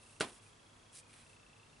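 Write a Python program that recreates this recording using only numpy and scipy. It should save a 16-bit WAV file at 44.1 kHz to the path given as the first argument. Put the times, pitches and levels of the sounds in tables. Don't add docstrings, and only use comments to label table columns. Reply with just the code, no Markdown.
import sys
import numpy as np
from scipy import signal
from scipy.fft import rfft, irfft
from scipy.io import wavfile
from scipy.ndimage import uniform_filter1d

SR = 44100
rng = np.random.default_rng(int(sys.argv[2]) if len(sys.argv) > 2 else 0)


def pcm_store(signal):
    levels = np.round(np.clip(np.atleast_2d(signal), -1, 1) * 32767)
    wavfile.write(sys.argv[1], SR, levels.astype(np.int16).T)


def field_ratio(decibels):
    return 10 ** (np.asarray(decibels, dtype=float) / 20)


N = 79380
T = np.arange(N) / SR

# (peak time [s], level [dB], ring [Hz], rise [s], t60 [s])
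SNAP_RINGS = [(.2087, -23, 360, .0012, .009), (.20888, -25, 1480, .0016, .012),
              (.20995, -19.5, 3100, .0002, .0018), (.20925, -26, 4300, .0002, .002),
              (.2083, -26, 2600, .0002, .002), (.2010, -35, 7000, .0001, .002),
              (.2096, -30, 5200, .0002, .002), (.2098, -29, 9000, .0003, .002),
              (.2131, -29, 1200, .0005, .006), (.2192, -32, 2500, .0003, .003),
              (.2310, -32, 700, .001, .01), (.2120, -35, 640, .001, .03), (.2130, -36, 430, .002, .03),
              (.2105, -37, 220, .002, .04), (.2084, -33, 9000, .0004, .003)]
# (time [s], level [dB], rise [s], t60 [s])
SCRAPE_BURSTS = [
    (.2007, -40, .0003, .04),
    (.2066, -33, .0025, .012),
    (.2135, -35, .0005, .03),
]
# (frequency [Hz], density [dB per Hz])
SCRAPE_SPECTRUM = [(150, -33), (400, -35), (1000, -1), (2400, -6.5), (4500, -1.5), (6500, -6), (9200, 3.5),
                   (11200, -12)]
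# (frequency [Hz], likeness [0-1])
SCRAPE_LIKENESS = [(300, .98), (1500, 0.69), (4500, 1), (10000, 0.84)]
# (frequency [Hz], t60 [s])
ROOM_T60 = [(120, 0.096), (320, 0.3), (840, 0.26), (2210, 0.16), (5820, 0.16)]
# (frequency [Hz], level [dB])
ROOM_SPECTRUM = [(70, -37), (140, -10.5), (220, 5), (550, -7.3), (1100, -4), (3500, -5.5), (6500, -16),
                 (10000, -14.5)]
# (frequency [Hz], likeness [0-1])
ROOM_LIKENESS = [(100, 1), (400, 0.87), (1000, 0.72), (3000, 0.68), (10000, 0.38)]
# (start [s], rise [s], hold [s], level [dB], dull share [0-1])
HAIR_STROKES = [
    (-.1, 0.056, 0.21, -66, 0.08),
    (0.239, 0.013, 0.039, -57, 0.35),
    (0.314, 0.01, 0.041, -63, 0.1),
    (0.407, .02, 0.059, -68, 0.18),
    (0.907, 0.056, 0.022, -54.5, 0.05),
    (1.042, 0.099, .07, -63, 0.41),
    (1.228, 0.017, 0.096, -70.5, 0.14),
]
# (frequency [Hz], density [dB per Hz])
BRIGHT_SPECTRUM = [(1470, -38), (2500, -11.5), (3290, -12.5), (4210, -9), (5980, -6), (6490, -9), (9510, 0),
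                   (11200, -6), (14600, -45), (22000, -120)]
# (frequency [Hz], density [dB per Hz])
DULL_SPECTRUM = [(700, -5), (1500, 2), (2300, 4.5), (4000, 0.5), (6000, -24), (9000, -5), (11200, -19)]
# (from time [s], ring [Hz], level [dB], second ring [Hz], its level [dB])
LENS_PITCHES = [(0., 2690, -58, 3350, -71), (.15, 2730, -60.5, 3230, -70), (.27, 3320, -64, 2680, -63.5),
                (.45, 2460, -60, 3270, -69), (.48, 3320, -63.5, 2650, -69), (.95, 2450, -61.5, 3330, -69),
                (1.14, 2500, -65, 3300, -73), (1.25, 2657, -58.5, 3450, -70), (1.65, 2720, -64, 3310, -70),
                (1.68, 3590, -64.5, 2640, -70), (1.72, 2720, -59.5, 3400, -76)]
# (frequency [Hz], width [Hz], level [dB])
HUM_LINES = [(48.2, 20, -79.5), (102.7, 21, -75.5), (148.2, 23, -76.5), (236, 20, -79)]
# (frequency [Hz], density [dB per Hz])
HISS_SPECTRUM = [(30, -10.5), (60, -10.5), (250, -10), (450, -10.5), (720, -13), (1000, -11), (1800, -16.5),
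                 (11200, -26)]
# (frequency [Hz], likeness [0-1])
HISS_LIKENESS = [(60, 0.91), (140, 0.78), (340, 0.37), (820, 0.098), (1960, 0.13), (4690, 0.45),
                 (11200, 0.9)]

SNAP_LOW_HZ, SNAP_PAN_DB = 102, 1.2
ROOM_CRACK_S, ROOM_DB, ROOM_GAP_S, ROOM_GRAIN_DB = 0.209, -5, 0.0012, 1.5
STROKE_GRAIN_DB, STROKE_LUMP_DB, STROKE_LIKENESS = 1.5, 1, 0.83
STROKE_PAN_DB, STROKE_FALL_S = 1, 0.042
FRAME_S = 1001 / 30000
STEP_AT_S, STEP_RISE_S, STEP_HOLD_S, STEP_T60_S = 0.029, 0.0013, 0.0019, 0.038
STEP_DETUNE, STEP_SPREAD_DB = 0.009, 1.2
TICK_HZ, TICK_DB, TICK_T60_S, TICK_RISE_S = 3640, -67.5, 0.0089, 0.0006
HISS_DB, DRONE_HZ, DRONE_DB = -63, 104.2, -70
EDGE_HZ = 11070


def evened(x):
    return x / np.sqrt(np.mean(x ** 2) + 1e-20)


def read(points, hz):
    f, value = np.transpose(points)
    return np.interp(np.log(hz + 1), np.log(f + 1), value)


def colour(x, table):
    hz = np.fft.rfftfreq(x.shape[-1], 1 / SR)
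    low_fall = np.minimum(hz / table[0][0], 1) ** 2
    return irfft(rfft(x) * field_ratio(read(table, hz)) * low_fall, x.shape[-1])


def noise_pair(likeness):
    a, b = rfft(rng.standard_normal((2, N)))
    c = np.clip(read(likeness, np.fft.rfftfreq(N, 1 / SR)), 0, 1)
    return irfft(np.array([a, c * a + np.sqrt(1 - c ** 2) * b]), N)


def lumps(count, size):
    return evened(uniform_filter1d(rng.standard_normal(count), size=size))


def panned(x, db):
    return x * field_ratio(db * np.array([[-.5], [.5]]))


def snap():
    rings = np.zeros(N)
    for peak_s, db, hz, rise_s, t60_s in SNAP_RINGS:
        t = T - peak_s
        swell = np.exp(-(np.minimum(t, 0) / rise_s) ** 2)
        decay = field_ratio(-60 * np.maximum(t, 0) / t60_s)
        sign = -1 if hz < 2700 else 1
        rings += sign * field_ratio(db) * swell * decay * np.cos(2 * np.pi * hz * t)
    shape = np.zeros(N)
    for start_s, db, rise_s, t60_s in SCRAPE_BURSTS:
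        t = T - start_s
        shape += field_ratio(db - 60 * np.maximum(t, 0) / t60_s) * np.clip(t / rise_s, 0, 1)
    scrape = shape * evened(colour(noise_pair(SCRAPE_LIKENESS), SCRAPE_SPECTRUM))
    low_cut = signal.butter(2, SNAP_LOW_HZ, "high", fs=SR, output="sos")
    return signal.sosfiltfilt(low_cut, rings + scrape)


def room(x):
    length = SR // 2
    taps = field_ratio(ROOM_GRAIN_DB * lumps(length, 60)) * noise_pair(ROOM_LIKENESS)[:, :length]
    hz, t, z = signal.stft(taps, SR, nperseg=256)
    decay_db = -60 * t / read(ROOM_T60, hz)[:, None]
    tone_db = read(ROOM_SPECTRUM, hz)[:, None]
    tail = signal.istft(z * field_ratio(decay_db + tone_db), SR, nperseg=256)[1]
    tail = tail * np.clip(np.arange(tail.shape[1]) / SR / ROOM_GAP_S - 1, 0, 1)
    tail = tail / np.linalg.norm(tail, axis=1)[:, None]
    return signal.fftconvolve(x[None], tail, axes=1)[:, :N]


def hair_strokes():
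    grain = field_ratio(STROKE_GRAIN_DB * lumps(N, 90) + STROKE_LUMP_DB * lumps(N, 700))
    likeness = [(100, STROKE_LIKENESS), (9000, STROKE_LIKENESS)]
    bright = evened(colour(grain * noise_pair(likeness), BRIGHT_SPECTRUM))
    dull = evened(colour(grain * noise_pair(likeness), DULL_SPECTRUM))
    out = np.zeros((2, N))
    for start_s, rise_s, hold_s, db, dull_share in HAIR_STROKES:
        t = T - start_s
        swell = t / rise_s
        fade = 1 - (t - rise_s - hold_s) / STROKE_FALL_S
        shape = np.sin(np.pi / 2 * np.clip(np.minimum(swell, fade), 0, 1)) ** 2
        out += field_ratio(db) * shape * (np.sqrt(1 - dull_share) * bright + np.sqrt(dull_share) * dull)
    return panned(out, STROKE_PAN_DB)


def ring(start_s, hz, t60_s, rise_s, hold_s):
    t = np.maximum(T - start_s, 0)
    decay = field_ratio(-60 * np.maximum(t - hold_s, 0) / t60_s)
    return np.minimum(t / rise_s, 1) * decay * np.sin(2 * np.pi * hz * t)


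def lens_motor():
    step_shape = (STEP_T60_S, STEP_RISE_S, STEP_HOLD_S)
    out = np.zeros(N)
    for s in np.arange(STEP_AT_S - FRAME_S, N / SR, FRAME_S):
        a, b, c, d = rng.standard_normal(4)
        past = [row for row in LENS_PITCHES if row[0] <= max(s, LENS_PITCHES[0][0])]
        _, hz, db, hz2, db2 = past[-1]
        out += field_ratio(db + STEP_SPREAD_DB * a) * ring(s, hz * (1 + STEP_DETUNE * b), *step_shape)
        out += field_ratio(db2 + STEP_SPREAD_DB * c) * ring(s, hz2 * (1 + STEP_DETUNE * d), *step_shape)
        out += field_ratio(TICK_DB + 2 * STEP_SPREAD_DB * d) * ring(s, TICK_HZ, TICK_T60_S, TICK_RISE_S, 0)
    return out


def noise_floor():
    hz = np.fft.rfftfreq(N, 1 / SR)
    hum = np.zeros(N)
    for line_hz, width_hz, db in HUM_LINES:
        resonance = 1 / (1 + (2 * (hz - line_hz) / width_hz) ** 2)
        hum += field_ratio(db) * evened(irfft(rfft(rng.standard_normal(N)) * resonance, N))
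    hiss = field_ratio(HISS_DB) * evened(colour(noise_pair(HISS_LIKENESS), HISS_SPECTRUM))
    drone = field_ratio(DRONE_DB) * np.sin(2 * np.pi * DRONE_HZ * T)
    return hiss + hum + drone


def scene():
    crack = np.zeros(N)
    crack[round(ROOM_CRACK_S * SR)] = 1
    hit = panned(snap() + field_ratio(ROOM_DB) * room(crack), SNAP_PAN_DB)
    return hit + hair_strokes() + lens_motor() + noise_floor()


def top_cut(x):
    return signal.sosfilt(signal.butter(12, 11810, fs=SR, output="sos"), x)


def record(dry):
    low_pass = signal.firwin(501, EDGE_HZ, window=("kaiser", 8), fs=SR)
    mix = signal.oaconvolve(dry, low_pass[None], "same")
    return top_cut(mix)


dry = scene()
out = record(dry)
pcm_store(out)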